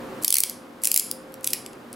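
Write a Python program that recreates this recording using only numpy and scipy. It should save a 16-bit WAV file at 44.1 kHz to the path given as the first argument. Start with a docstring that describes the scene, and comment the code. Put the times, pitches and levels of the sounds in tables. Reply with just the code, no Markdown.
"""Hand ratchet in a small room

A small ratchet is swung back three times, close up: its pawl scrapes and snaps over the teeth in quick
runs, with faint ticks of play between strokes. The steel rings briefly and a humming room answers.
A camera's gain control ducks the room noise under every run of clicks and recovers only partly."""
import sys
import numpy as np
from scipy import signal
from scipy.fft import rfft, irfft, next_fast_len
from scipy.io import wavfile
from scipy.ndimage import uniform_filter1d, minimum_filter1d, map_coordinates

SR = 44100
rng = np.random.default_rng(int(sys.argv[2]) if len(sys.argv) > 2 else 0)


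def bounce(signal):
    """Save signal as a 16-bit WAV file at the path given by the first command-line argument."""
    frames = np.transpose(np.atleast_2d(signal))
    limited = np.clip(frames, -1, 1)
    pcm = np.round(limited * 32767).astype(np.int16)
    wavfile.write(sys.argv[1], SR, pcm)


N = 85995
LEAD_S = 0.005  # run-up before each snap

# Pawl snaps and ticks of play, plus a few slides of the pawl over a tooth (near 0.819, 1.467 and 1.5045 s).
# Each row: start in seconds, level in dB, chatter length in seconds (the decay sets in at 91% of it),
# brightness in dB per octave.
CLICKS = [(0.2355, -22, 0.0011, 2), (0.2458, 2, 0.0033, -1), (0.2796, 2, 0.0011, -1),
          (0.3043, 1.5, 0.0011, 1), (0.3253, 3.5, 0.0014, -1.5), (0.3415, 7.5, 0.0019, 0),
          (0.3546, 1.5, 0.0017, -3.5), (0.3682, 1, 0.0006, -3.5), (0.384, 3, 0.00068, -1.3),
          (0.404, 3.5, 0.0006, 4.5), (0.4355, 2, 0.0013, -0.8), (0.497, -13, 0.0009, 0),
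          (0.819, -32, 0.0008, 2), (0.8367, -5.5, 0.00067, -0.2), (0.8457, -6.5, 0.0015, 1),
          (0.8541, 1, 0.00048, 2), (0.872, 1, 0.0014, -0.1), (0.916, 3.5, 0.0009, -0.2),
          (0.942, 2, 0.0012, 0.7), (0.9616, 5.5, 0.0012, 0), (0.9754, 5.5, 0.00068, 1.2),
          (0.9957, 0.5, 0.0025, -0.7), (1.1132, -9, 0.00037, 1), (1.3217, -39, 0.0008, -3),
          (1.341, -26.5, 0.00055, -1.5), (1.4092, -37, 0.0008, 2), (1.4442, -9.5, 0.0011, -2.5),
          (1.4671, -15, 0.0023, 12), (1.4734, -2.5, 0.0011, -1.6), (1.5045, -15.5, 0.0035, 1.5),
          (1.5325, -2, 0.0028, -4), (1.6625, -22, 0.00079, -6.5), (1.732, -36, 0.00084, -6),
          (1.929, -24.5, 0.00082, -2.5), (1.9372, -36, 0.0038, -7)]
# How freely the steel rings as the fingers shift their grip. Each row: time in seconds, ring gain in dB.
GRIP = [(.25, -1), (.45, -6), (.85, -0.5), (1.0, 0.5), (1.11, -10), (1.5, 3)]

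def ratchet():
    """Each click is a pawl snap or slide plus the ring of the steel, answered by the room."""
    out = np.zeros((2, N))
    for start, db, chatter_s, tilt_db in CLICKS:
        mid, side = pawl_snap(db, chatter_s, tilt_db)
        grip_db = np.interp(start, *np.transpose(GRIP))
        click = np.pad(amp(grip_db) * steel_ring(), (round(LEAD_S * SR), 0))
        add(click, 0, mid)
        heard = signal.fftconvolve(click[None], room_response(), axes=1)
        add(heard, 0, amp(-18) * np.array([side, -side]))  # left and right hear the snap differently
        add(out, start - LEAD_S, amp(db) * heard)
    return out


# The bright colour of pawl on tooth. Each row: frequency in Hz, relative level in dB.
PAWL_COLOUR = [(100, -50), (400, -34), (1550, -29.5), (2250, -14.5), (3000, -12), (3750, -15), (4700, -5),
               (6200, -6.5), (8100, -2), (9200, -3), (10300, 0), (11500, 1), (13000, -6), (15700, -7),
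               (19000, -29)]
# Soft ticks lose their top. Each row: frequency in Hz, share of the dulling.
SOFT_DULLING = [(11500, 0), (13500, 0.89)]

def pawl_snap(db, chatter_s, tilt_db, size=1024):
    """The pawl rides up a tooth, drops and chatters: a noise burst, returned as mid and side."""
    ride_s, rise_s, chatter_t60_s = 0.00079, 0.00027, 0.0082
    t = np.arange(size) / SR - LEAD_S
    hz = np.fft.rfftfreq(size, 1 / SR)
    ride = amp(-14.5) * np.exp(-np.abs(t) / ride_s)
    decay = amp(-60 * np.maximum(t - 0.91 * chatter_s, 0) / chatter_t60_s)
    drop = np.clip(t / rise_s, 0, 1) * decay
    tooth_db = 1.5 * np.interp(hz, np.linspace(0, SR / 2, 36), rng.standard_normal(36))  # no two alike
    bright_db = tilt_db * np.log2(np.maximum(hz, 2000) / 9000)
    dull_db = 0.5 * max(-7.5 - db, 0) * along(SOFT_DULLING, hz)  # only ticks below -7.5 dB
    colour = minimum_phase(along(PAWL_COLOUR, hz) + bright_db - dull_db + tooth_db)
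    burst = (ride + drop) * rng.standard_normal((2, size))
    snap = irfft(rfft(burst) * colour)
    return snap / np.linalg.norm(snap, axis=1, keepdims=True) * np.sqrt(0.0012 * SR)


# Modes of the steel head and bit. Each row: frequency in Hz, relative level in dB, T60 in seconds.
STEEL_MODES = [(5180, -10.5, 0.34), (8010, 6, 0.044), (10770, -4, .17), (10880, -6, 0.23),
               (11060, 0.5, 0.35), (10960, -6.5, 0.21), (11450, -8.5, 0.13)]

def steel_ring(level_db=-29, vary_db=2, blur_rad=0.14):
    """The steel's modes, struck a little differently each time and blurred by the grip."""
    t = np.arange(SR // 2) / SR
    ring = 0
    for hz, db, t60 in STEEL_MODES:
        drift = blur_rad * np.cumsum(rng.standard_normal(len(t)))
        envelope = amp(db + rng.normal(0, vary_db) - 60 * t / t60)
        ring = ring + envelope * np.sin(2 * np.pi * hz * t + drift)
    return amp(level_db) * ring


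# Back strokes of the handle. Each row: start in seconds, end in seconds, relative level in dB.
BACK_STROKES = [(0.212, 0.435, -34), (0.815, 0.997, -26.5), (1.421, 1.547, -36)]

def pawl_scrape(level_db=-2.5, swell_s=0.023, rough_db=5.5):
    """The pawl slides grittily on the wheel, swelling as each stroke gets going."""
    t = np.arange(N) / SR
    strokes = sum(amp(db) * np.clip((t - start) / swell_s, 0, 1) * (t < end)
                  for start, end, db in BACK_STROKES)
    friction = rng.standard_normal(N) * amp(rough_db * wobble(330))
    grit = unit_rms(filtered(friction, lambda hz: amp(along(PAWL_COLOUR, hz))))
    scrape = amp(level_db) * strokes * grit
    return signal.fftconvolve(scrape[None], room_response(), axes=1)[:, :N]


# Slaps off the near walls. Each row: delay in seconds, level in dB.
WALL_ECHOES = [(.0092, -21), (0.012, -21)]
# Length of the room's tail. Each row: frequency in Hz, T60 in seconds.
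TAIL_T60 = [(300, 0.24), (2000, 0.3), (5300, 0.39), (11000, 0.3), (15000, 0.14)]
# Tone of the tail. Each row: frequency in Hz, relative level in dB.
TAIL_COLOUR = [(300, 4), (2200, 5.5), (4200, -2), (5300, -1.5), (6200, -2.5), (9500, -2.5), (11000, -2),
               (12300, -4), (15500, 1)]

def room_response(tail_db=-11, width_db=-14):
    """A small room's stereo impulse response: direct sound, near walls and a diffuse tail."""
    hz, t, spectrum = signal.stft(rng.standard_normal((2, SR // 2)), SR, nperseg=256)
    spectrum *= amp(along(TAIL_COLOUR, hz)[:, None] - 60 * t / along(TAIL_T60, hz)[:, None])
    tail = signal.istft(spectrum, SR, nperseg=256)[1]
    tail *= np.minimum(np.arange(tail.shape[1]) / SR / 0.004, 1)  # 4 ms fade-in
    mid, side = amp(tail_db) * tail / np.linalg.norm(tail[0])
    mid[0] += 1  # direct sound
    for delay, db in WALL_ECHOES:
        add(mid, delay, amp([db]))
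    return np.array([mid + amp(width_db) * side, mid - amp(width_db) * side])


# The bed of room noise. Each row: frequency in Hz, relative spectral density in dB.
RUMBLE_COLOUR = [(15, -59), (25, -23), (91, -20), (107, -16), (241, -4.5), (269, -5), (527, -8), (637, -14),
                 (749, -13.5), (1180, -14), (2200, -24), (3390, -29), (6490, -36), (13800, -38),
                 (15800, -46)]
# Its stereo width. Each row: frequency in Hz, side over mid in dB.
RUMBLE_WIDTH = [(30, -25), (140, -12.5), (280, -14), (600, -4.5), (1200, -6.5), (3000, -2), (10000, -16.5)]

def room_rumble(level_db=-38):
    """Steady, dark room noise, nearly mono in the bass."""
    mid, side = filtered(rng.standard_normal((2, N)), lambda hz: amp(along(RUMBLE_COLOUR, hz)))
    side = filtered(side, lambda hz: amp(along(RUMBLE_WIDTH, hz)))
    return amp(level_db) * unit_rms(np.array([mid + side, mid - side]))


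# The drone of an appliance. Each row: frequency in Hz, RMS level in dB.
HUM_TONES = [(120, -58.5), (241, -50), (300, -56), (376, -54), (524, -48.5), (727, -59.5)]

def appliance_hum(waver_db=3, drift_rad=1.1, whine_hz=13600, whine_db=-77):
    """A running appliance: low tones and a faint whine, each wavering in level and phase."""
    t = np.arange(N) / SR
    hum = 0
    for hz, db in HUM_TONES + [(whine_hz, whine_db)]:
        level = amp(db + waver_db * wobble(7.81))
        hum = hum + level * np.sin(2 * np.pi * hz * t + drift_rad * wobble(7))
    return np.sqrt(2) * hum


def amp(db):
    """Decibels to gain."""
    return 10 ** (np.asarray(db) / 20)


def unit_rms(x):
    """Scale to an RMS of 1."""
    return x / np.sqrt(np.mean(x ** 2) + 1e-20)


def along(points, hz):
    """Read a curve of (Hz, value) points on a log frequency axis."""
    freqs, values = np.transpose(points)
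    return np.interp(np.log(hz + 1), np.log(freqs + 1), values)


def wobble(rate):
    """A smooth random curve with `rate` knots a second."""
    return map_coordinates(rng.standard_normal(N // 100), [np.arange(N) * rate / SR], mode="wrap")


def filtered(x, response):
    """Equalise x with a gain given as a function of Hz."""
    size = next_fast_len(N + SR // 2)
    return irfft(rfft(x, size) * response(np.fft.rfftfreq(size, 1 / SR)), size)[..., :N]


def minimum_phase(db):
    """A frequency response with these gains and no pre-ring."""
    cepstrum = irfft(np.log(amp(db)))
    half = len(cepstrum) // 2
    cepstrum[1:half] *= 2
    cepstrum[half + 1:] = 0
    return np.exp(rfft(cepstrum))


def add(track, start_s, sound):
    """Mix a sound into a track."""
    part = track[..., max(round(start_s * SR), 0):][..., :sound.shape[-1]]
    part += sound[..., :part.shape[-1]]


def scene():
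    """The ratchet's clicks and scrape over rumble and hum."""
    return ratchet() + pawl_scrape() + room_rumble() + appliance_hum()


def release(cut_db, db_per_s):
    """Catch each gain cut and let it go at a steady rate."""
    ramp = db_per_s * np.arange(N) / SR
    return np.maximum.accumulate(cut_db + ramp) - ramp


def record(dry):
    """Gain control ducks on loud clicks; half the cut lifts fast, half lingers. A steep low-pass follows."""
    threshold_db, squeeze, top_hz = -22, 0.52, 16000
    power = np.abs(uniform_filter1d(dry.mean(0) ** 2, size=66))
    duck_db = squeeze * np.maximum(10 * np.log10(power + 1e-12) - threshold_db, 0)
    cut_db = np.maximum(release(duck_db, db_per_s=73.5), release(0.5 * duck_db, db_per_s=1.1))
    gain_db = uniform_filter1d(minimum_filter1d(-cut_db, size=88), size=44)  # look ahead, then smooth
    return filtered(dry * amp(gain_db), lambda hz: 1 / np.sqrt(1 + (hz / top_hz) ** 240))


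dry = scene()
out = record(dry)
bounce(out)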